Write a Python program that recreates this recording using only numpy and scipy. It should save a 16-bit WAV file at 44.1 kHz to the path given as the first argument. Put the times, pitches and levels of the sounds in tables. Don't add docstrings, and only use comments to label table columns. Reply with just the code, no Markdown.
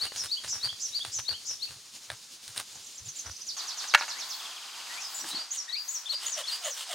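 import sys
import numpy as np
from scipy import signal
from scipy.fft import rfft, irfft, next_fast_len
from scipy.io import wavfile
from scipy.ndimage import uniform_filter1d, map_coordinates

SR = 44100
rng = np.random.default_rng(int(sys.argv[2]) if len(sys.argv) > 2 else 0)


def bounce(signal):
    frames = np.transpose(np.atleast_2d(signal))
    limited = np.clip(frames, -1, 1)
    pcm = np.round(limited * 32767).astype(np.int16)
    wavfile.write(sys.argv[1], SR, pcm)


N = 306054
TIME = np.arange(N) / SR

# frequency in Hz, gain in dB.
SHAVING_AIR_COLOUR = [(30, -19), (110, -9.5), (300, -9.5), (700, -12), (1100, -17), (2000, -11),
                      (2800, -3.5), (4300, 0.5), (5600, 0), (7000, 1), (8000, -6.5), (9300, -4),
                      (11000, -12.5), (15500, -18)]
DROP_AIR_COLOUR = [(35, -68), (60, -38), (272, -18), (521, -17), (559, -15.5), (738, -6), (849, -4),
                   (1120, -2.5), (2310, -9), (3270, -3.5), (4320, -3), (4850, -0.5), (5710, -7), (6410, -4),
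                   (15500, -25)]
STROKING_AIR_COLOUR = [(60, -52.5), (150, -16.5), (300, -10), (600, -7), (1000, 3.5), (2200, 1), (3200, 1),
                       (5000, 8), (7000, 3), (9300, -3.5), (11000, -11), (15500, -23.5)]
# time in seconds, level in dB.
SHAVING_AIR_LEVEL = [(0, -46.5), (1.9, -49.2), (2.7, -48), (3.56, -48.5), (3.57, -88.5)]
DROP_AIR_LEVEL = [(3.555, -83.5), (3.567, -42), (4.3, -41.5), (4.6, -43.5), (5.1, -42), (5.35, -43),
                  (5.6, -58)]
STROKING_AIR_LEVEL = [(5.1, -56), (5.3, -45), (5.8, -47.3), (6.1, -47.5), (6.3, -43), (6.94, -44.5)]
# peak time in seconds, half-width in seconds, level in dB.
HISS_SWELLS = [(4.34, 0.095, -49), (5.17, 0.089, -47), (5.913, 0.11, -48), (6.70, 0.11, -51)]

SYLLABLES = { "arch": [(-.05, 3500, -19.5), (-.023, 4020, -12), (-.014, 4380, 0), (0, 4700, 2),
             (.011, 4350, -6), (.023, 3400, -23)], "dome": [(-.017, 3844, -15), (-.010, 4400, 0),
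             (0, 4670, 1.5), (.011, 4420, -1), (.024, 3600, -13)], "plateau": [(-.016, 4100, -12),
             (-.008, 4520, 0), (0, 4670, 1.5), (.014, 4560, -1), (.026, 4400, -12)],
             "hook": [(-.026, 2920, -5.5), (-.010, 3150, 4.5), (0, 3370, 2), (.009, 3150, -4)],
             "zigzag": [(0, 5800, -13), (.02, 6550, -7), (.04, 6550, -4), (.054, 5900, -4.5),
             (.068, 5680, -5), (.075, 5600, -13)], "warble": [(0, 5950, -14), (.015, 6950, 4),
             (.025, 6400, -8), (.034, 7300, -12), (.061, 7500, -13), (.070, 6650, -1.5), (.083, 5850, -3),
             (.101, 5620, -6), (.111, 5600, -20)], "tsip": [(-.040, 6990, -6), (-.028, 7700, -7),
             (-.019, 7300, -3), (-.013, 5010, -32.5), (-.006, 5770, -3.5), (0, 6950, 2.5),
             (.008, 5820, -3.5), (.014, 5780, -22)], "tick": [(-.016, 4556, -9), (-.007, 4950, -4),
             (0, 6150, 1.5), (.005, 5470, 0)], "slur": [(-.046, 6900, -10), (-.031, 6400, -3),
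             (-.022, 5500, -3), (-.012, 4450, -3.5), (0, 3436, -11), (.011, 4583, -8), (.016, 4610, -5),
             (.021, 4500, -13)], "chip": [(-.014, 3820, -3), (-.005, 3450, 2.5), (.006, 2950, -6),
             (.013, 2516, 3)], "dip": [(0, 7700, 0), (.024, 7100, -2), (.042, 7000, -2), (.060, 7700, -2),
             (.076, 7740, -7)], "rise": [(-.12, 1867, 2), (-.065, 1932, -8), (-.025, 2400, 4),
             (-.005, 2750, -2.5), (.004, 3330, -6)]}
VOICING = {"arch": (0.011, -0.24), "dome": (0.0076, -1.85), "plateau": (.01, -1.85), "hook": (0.014, -4.5),
           "zigzag": (0.03, 0.7), "warble": (.014, -0.9), "tsip": (0.018, -2), "tick": (.008, -1),
           "slur": (.017, -0.5), "chip": (0.008, -1.5), "dip": (0.014, 0), "rise": (0.0392, 2.67)}
VIBRATO = {"zigzag": (.011, .024, 1250), "warble": (.044, .019, 1000), "slur": (-.046, .018, 550),
           "dip": (0, .02, 550)}
# multiple of the pitch, relative level in dB.
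HARMONICS = [(1, 0), (2, -29), (3, -25)]
MOTIFS = { "arches": [("arch", .001, .97, .04, 0, 0, 5.3, 1), ("hook", .057, .84, .25, -20, 13.5, 1.5, .95),
          ("zigzag", .146, .88, .135, -.2, .3, 0, 1)],
          "stairs": [("dome", -.039, .745, .135, -7, 1, 4, .84), ("dome", 0, .95, .025, .3, -.5, 6, 1),
          ("plateau", .041, 1.04, 0, -1, -2, .5, 1.1), ("warble", .144, .995, -.01, -.7, 3.2, 0, 1)]}
PHRASES = { "arches": [(.026, .25, -25.7, 1, .9, 3), (.331, .6, -24.8, -.5, .98, 3),
           (.647, .78, -25.8, -2.5, 1.01, 3), (.966, .95, -26, 1, 1.02, 3), (1.298, .5, -27.5, 4, 1.02, 3),
           (1.638, .05, -30.3, 3, .9, 2)], "stairs": [(5.360, 1, -30, -2, 1, 4),
           (5.738, .8, -29, 4, .97, 4), (6.107, .25, -27.6, 2, 1.01, 4), (6.487, .1, -30, -1, 1.03, 4)]}
# syllable, start in seconds, number of notes, first gap and its growth per note in
# seconds, first and last pitch ratio, first and last level in dB, pan in dB, time stretch.
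TRILLS = [("tsip", 2.757, 5, .114, -.003, 1.005, .965, -44, -31, -2.3, .92),
          ("tick", 3.265, 4, .0505, .001, 1.01, 1.045, -37.5, -36, -3.5, .9),
          ("slur", 3.510, 9, .101, .0006, 1, .965, -30, -30.3, -2.3, .98),
          ("chip", 4.406, 10, .0558, .00045, 1, .8, -40, -45.5, 1.5, .85)]
# syllable, time in seconds, pitch ratio, level in dB, pan in dB, time stretch.
LONE_CALLS = [("rise", 4.200, .9, -49, 20, .69), ("zigzag", 4.992, .96, -32, 0, .62),
              ("rise", 5.016, 1.015, -52, 29, 1), ("plateau", 5.055, 1.1, -36, 0, 1.1),
              ("dip", 5.143, 1, -36.5, 2.5, .97), ("plateau", 5.203, 1.26, -37, .5, .8),
              ("rise", 5.788, 1, -50.5, 24, .92), ("plateau", 5.808, 1.04, -35.5, 11, .7)]
# delay in seconds, gain in dB.
REFLECTIONS = [(.0021, -17.5), (.0093, -10.5), (0.018, -15.5)]

# time in seconds, half-width in seconds, pitch in Hz, relative level in dB.
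GRIPS = [(.735, .011, 113, -55.5), (1.770, .0096, 141, -56.5), (3.025, .018, 86.6, -54),
         (3.065, .026, 135, -52), (3.295, .023, 85.5, -48), (5.250, .02, 265, -51), (5.356, .021, 271, -49)]
# frequency in Hz, relative level in dB, seconds to fall 60 dB.
TRAY_MODES = [(598, -15.5, 0.11), (930, -7, 0.095), (1190, -12, .05), (1418, -1, 0.056), (1520, -2, 0.058),
              (1690, 0, 0.054), (1830, -2, 0.042), (1990, -2, 0.033), (2222, 0.5, 0.038), (2530, -9, 0.041),
              (2690, -6.5, 0.03), (2750, -1, 0.041), (3080, -17, 0.022), (4130, 3.5, 0.011),
              (4700, -2.5, 0.016)]
# time in seconds, level in dB, treble tilt in dB.
LANDING_BLOWS = [(3.842, -33.5, -3), (3.9386, -12, 0.5), (3.9472, -6.3, 1), (3.9503, -7.6, 1),
                 (3.9555, -17, 7)]
REBOUNDS = [(3.975, -26, -5), (4.011, -24, -12), (4.079, -34, -16)]
# frequency in Hz, gain in dB.
CLACK_COLOUR = [(60, -36.5), (300, -27), (550, -13), (800, 5), (1600, 6), (2900, 6.5), (3600, -6),
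                (5000, -6.5), (8000, -15), (15500, -30)]
SNAP_COLOUR = [(40, -27), (200, -16.5), (500, -8.5), (800, -0.5), (1200, -4.5), (1700, 2.5), (2500, -1.5),
               (4000, 6.5), (7000, -8), (9300, 1.5), (11000, -17), (15500, -21)]
SHAVE_COLOUR = [(30, -23), (100, -9), (300, -6.5), (700, -1), (1200, 3.5), (1700, 5.5), (2400, 1.5),
                (4000, 8.5), (7000, 0.5), (9300, 10.5), (11000, -4.5), (15500, -7)]
STROKE_COLOUR = [(200, -39), (500, -16), (1100, -7.5), (1800, -7.5), (2500, -9), (2950, 5.5), (4000, -0.5),
                 (5500, -7.5), (7500, -2.5), (9200, -1.5), (11000, -14), (15500, -14)]
# time in seconds, level in dB, treble tilt in dB.
SNAPS = [(.120, -35, -20), (.161, -30, 2), (.438, -34, -3), (.446, -31, -6.5), (.529, -39, -18),
         (.673, -32, -9), (.729, -38, -5), (.993, -37, 0), (1.0495, -26.5, -5), (1.189, -32, -5),
         (1.199, -32, -5), (1.291, -29, -5.5), (1.328, -31, -2), (2.1015, -24.5, -8), (2.479, -32, 6),
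         (2.5777, -22, 7), (5.243, -34, -13), (5.352, -39, -16), (5.561, -32.5, 4)]
# peak time in seconds, rise in seconds, level in dB,
# treble tilt in dB, relative level of the hands' jolt in dB.
SHAVES = [(.045, .04, -39.5, -4, -56.5), (.168, .036, -42, -2.5, -60), (.247, .037, -39, -2.5, -56),
          (.467, .028, -40.5, -2.5, -57), (.566, .032, -44, -5, -57), (.660, .033, -40.5, -4.5, -52),
          (1.078, .034, -45, -3.5, -53.5), (1.194, .018, -43, -5.5, -52), (1.320, .032, -45.5, -7.5, -54),
          (1.523, .028, -50.5, -7, -62.5), (1.715, .06, -51, -4, -57), (2.120, .028, -44.5, -7, -52),
          (2.494, .021, -49.5, -1, -59), (2.590, .031, -36.5, -4, -60), (2.767, .029, -55, -30, -63),
          (3.280, .032, -45.5, -12, -56)]
# peak time in seconds, rise in seconds, level in dB, treble tilt in dB.
LOOSE_STROKES = [(5.255, .018, -45, -18), (5.294, .032, -38, 6), (5.385, .055, -45, -14),
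                 (5.549, .024, -42, 4)]
# peak time in seconds, rise in seconds, level in dB, groan pitch in Hz, groan level in dB.
PUSHES = [(6.135, .014, -37.5, 567, -47), (6.396, .031, -35.5, 620, -38.5), (6.670, .04, -36, 630, -37.5),
          (6.929, .045, -37, 650, -40)]
# ratio to the groan pitch, relative level in dB.
GROAN_PARTIALS = [(0.999, -1.5), (1.952, -11), (3.05, -8)]


def undb(db):
    return 10 ** (np.asarray(db) / 20)


def unit(x):
    return x / np.sqrt(np.mean(x ** 2) + 1e-30)


def add(out, s, x):
    start = int(round(s * SR))
    a, b = max(start, 0), min(start + x.shape[-1], N)
    out[..., a:b] += x[..., a - start:b - start]


def colour(x, points, treble_db=0):
    size = 2 * next_fast_len(x.shape[-1] // 2 + 4096, True)
    hz = np.maximum(np.arange(size // 2 + 1) * SR / size, 1)
    point_hz, db = np.transpose(points)
    tilt_db = treble_db * np.tanh(np.log(hz / 3000))
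    gain = undb(np.interp(np.log(hz), np.log(point_hz), db) + tilt_db)
    cepstrum = irfft(np.log(gain))
    cepstrum[1:size // 2] *= 2
    cepstrum[size // 2 + 1:] = 0
    return irfft(rfft(x, size) * np.exp(rfft(cepstrum)))[..., :x.shape[-1]]


def wander(n, rate):
    steps = np.arange(n) * rate / SR
    return map_coordinates(rng.standard_normal(int(steps[-1]) + 2), [steps], order=3, mode="nearest")


def resonance(hz, width_hz):
    phase = 2 * np.pi * np.cumsum(hz) / SR
    return wander(len(hz), width_hz) * np.cos(phase) + wander(len(hz), width_hz) * np.sin(phase)


def panned(x, pan_db):
    return x * undb(np.array([[pan_db], [-pan_db]]) / 2)


def crack(points, treble_db, t60):
    t = TIME[:4096]
    burst = rng.standard_normal(len(t)) * undb(-60 * t / t60)
    return unit(colour(burst, points, treble_db)) * np.sqrt(0.00094 * SR / len(t))


def air(points, levels, flicker_db):
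    side_colour = [(100, -6), (600, -33.5), (1500, -48), (3200, -7),
                   (5000, -9), (7500, -17.5), (10000, -9), (14000, -8.5)]
    mid, side = colour(rng.standard_normal((2, N)), points)
    side = colour(side, side_colour)
    gain = undb(np.interp(TIME, *np.transpose(levels)) + flicker_db * wander(N, 25))
    return gain * unit(np.array([mid + side, mid - side]))


def high_hiss():
    swell = sum(undb(db) * np.exp(-((TIME - s) / width) ** 2) for s, width, db in HISS_SWELLS)
    hiss = colour(rng.standard_normal((2, N)), [(7000, -46), (10500, -9), (13500, -7), (15500, -3.5)])
    return panned(unit(hiss) * swell, pan_db=11.5)


def syllable(name, ratio, stretch, flutter, vibrato_hz=88):
    knots, pitch, level_db = np.transpose(SYLLABLES[name])
    knots = np.sort(knots) * stretch
    t = np.arange(knots[0], knots[-1], 1 / SR)
    hz = uniform_filter1d(np.interp(t, knots, pitch), size=130)
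    if name in VIBRATO:
        widest, width, depth_hz = VIBRATO[name]
        since = t - widest * stretch
        hz += depth_hz * np.exp(-(since / width) ** 4) * np.cos(2 * np.pi * vibrato_hz * since)
    hz = ratio * hz * (1 + flutter * wander(len(t), 900))
    phase = 2 * np.pi * np.cumsum(hz) / SR
    flicker_db = 1.66 * wander(len(t), 209)
    swell = undb(np.interp(t, knots, level_db) + flicker_db) * signal.windows.tukey(len(t), .08)
    tone = sum(undb(db) * np.sin(k * phase) / (1 + (k * hz / 13500) ** 20) for k, db in HARMONICS)
    return knots[0], swell * tone


def phrase_notes():
    notes = []
    for song, phrases in PHRASES.items():
        for s, effort, db, pan_db, stretch, count in phrases:
            for name, lag, ratio, lift, note_db, lift_db, note_pan, note_stretch in MOTIFS[song][:count]:
                notes.append((name, s + lag * stretch, ratio + lift * effort,
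                              db + note_db + lift_db * effort, pan_db + note_pan, stretch * note_stretch))
    return notes


def trill_notes():
    notes = []
    for name, s, count, gap, slowing, first_ratio, last_ratio, first_db, last_db, pan, stretch in TRILLS:
        drift = np.linspace((first_ratio, first_db), (last_ratio, last_db), count)
        for k, (ratio, db) in enumerate(drift):
            onset = s + k * gap + slowing * k * (k - 1) / 2
            notes.append((name, onset, ratio, db, pan, stretch))
    return notes


def scatter(x, t60, build_s):
    t = TIME[:SR]
    build_up = 1 - np.exp(-(t / build_s) ** 2)
    tail = rng.standard_normal((2, SR)) * undb(-60 * t / t60) * build_up
    return signal.fftconvolve(x[None], unit(tail) / np.sqrt(SR), axes=1)[:, :N]


def birds(direct_db=-1.6):
    early, sent = np.zeros((2, N)), np.zeros(N)
    for name, s, ratio, db, pan_db, stretch in phrase_notes() + trill_notes() + LONE_CALLS:
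        flutter, echo_db = VOICING[name]
        offset, whistle = syllable(name, ratio, stretch, flutter)
        add(early, s + offset, panned(undb(db + direct_db) * whistle, pan_db))
        add(sent, s + offset, undb(db + echo_db) * whistle)
    for delay, db in REFLECTIONS:
        add(early, delay, undb(db) * sent)
    centre = undb(-12) * scatter(sent, t60=.33, build_s=.00273)[0]
    leaves = undb(-3.8) * scatter(sent, t60=.22, build_s=.004)
    woods = undb(-13) * scatter(sent, t60=.6, build_s=.025)
    return early + centre + leaves + woods


def hands(jolt_hz=106, jolt_width_s=.024, jolt_lag_s=.005, bandwidth_share=.6884):
    out = np.zeros(N)
    jolts = [(s + jolt_lag_s, jolt_width_s, jolt_hz, db) for s, *_, db in SHAVES]
    for s, width, hz, db in jolts + GRIPS:
        t = np.arange(-3 * width, 3 * width, 1 / SR)
        thump = resonance(np.full(len(t), hz), bandwidth_share * hz) / np.cosh(1.86 * t / width)
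        add(out, s + t[0], undb(db) * unit(thump) / 2)
    return out


def chatter(taps=5, gap_s=.008, jitter_s=.0015, loss_db=2):
    return [(s + k * gap_s + jitter_s * rng.standard_normal(), db - k * loss_db, treble_db)
            for s, db, treble_db in REBOUNDS for k in range(taps)]


def landing(ring_db=-4, crack_db=-1, low_cut_hz=400):
    out, t = np.zeros(N), TIME[:6000]
    hz, mode_db, t60 = np.transpose(TRAY_MODES)[:, :, None]
    modes = np.sin(2 * np.pi * hz * t) * undb(-60 * t / t60)
    for s, db, treble_db in LANDING_BLOWS + chatter():
        weight = undb(mode_db + rng.standard_normal(hz.shape)) * rng.choice([-1, 1], hz.shape)
        ring = np.sum(weight * modes, axis=0) / np.sqrt(np.sum(weight ** 2) / 2)
        add(out, s, undb(db + ring_db) * ring)
        add(out, s, undb(db + crack_db) * crack(CLACK_COLOUR, treble_db, t60=.016))
    return signal.sosfilt(signal.butter(2, low_cut_hz, "high", fs=SR, output="sos"), out)


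def groans(sink_per_s=3.3, width_hz=150, push_share=.8):
    out = np.zeros(N)
    for s, rise, _, hz, db in PUSHES:
        width = push_share * rise
        t = np.arange(-3 * width, 3 * width, 1 / SR)
        pitch = hz * np.exp(-sink_per_s * t)
        ring = sum(undb(partial_db) * unit(resonance(pitch * ratio, width_hz * ratio))
                   for ratio, partial_db in GROAN_PARTIALS)
        add(out, s + t[0], undb(db) * ring / np.cosh(1.94 * t / width))
    return out


def snaps(tear_lag_s=.002, tear_db=-8.5):
    out = np.zeros(N)
    for s, db, treble_db in SNAPS:
        add(out, s, undb(db) * crack(SNAP_COLOUR, treble_db, t60=.011))
        add(out, s + tear_lag_s, undb(db + tear_db) * crack(SNAP_COLOUR, treble_db, t60=.016))
    return out


def long_strokes(push_treble_db=-3, return_rise_s=.052, return_db=-37.7, return_treble_db=-2.2):
    pushes = [(s, rise, db, push_treble_db) for s, rise, db, *_ in PUSHES]
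    returns = [((before[0] + after[0]) / 2, return_rise_s, return_db, return_treble_db)
               for before, after in zip(PUSHES, PUSHES[1:])]
    return LOOSE_STROKES + pushes + returns


def scrape(strokes, points, grains_per_s, spread_db, judder_db, fall_share=.92):
    out = np.zeros(N)
    for s, rise, db, treble_db, *_ in strokes:
        fall = fall_share * rise
        t = np.arange(-2.5 * rise, 1.8 * fall, 1 / SR)
        push = np.exp(-(t / np.where(t < 0, rise, fall)) ** 2)
        sizes = undb(spread_db * np.minimum(rng.exponential(size=len(t)), 4))
        grains = (rng.random(len(t)) < grains_per_s / SR) * rng.choice([-1, 1], len(t)) * sizes
        judder = undb(judder_db * wander(len(t), 174))
        add(out, s + t[0], undb(db) * push * unit(colour(grains * judder, points, treble_db)))
    return out


def scene():
    shaving = scrape(SHAVES, SHAVE_COLOUR, grains_per_s=2200, spread_db=4.2, judder_db=2.5)
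    stroking = scrape(long_strokes(), STROKE_COLOUR, grains_per_s=7000, spread_db=3, judder_db=1.5)
    handiwork = shaving + stroking + snaps() + groans() + hands() + landing()
    outdoors = (air(SHAVING_AIR_COLOUR, SHAVING_AIR_LEVEL, flicker_db=2)
                + air(DROP_AIR_COLOUR, DROP_AIR_LEVEL, flicker_db=1.28)
                + air(STROKING_AIR_COLOUR, STROKING_AIR_LEVEL, flicker_db=1.24))
    return handiwork + birds() + outdoors + high_hiss()


def record(dry):
    top_hz = 15850
    return signal.sosfilt(signal.ellip(10, .2, 70, top_hz, fs=SR, output="sos"), dry)


dry = scene()
out = record(dry)
bounce(out)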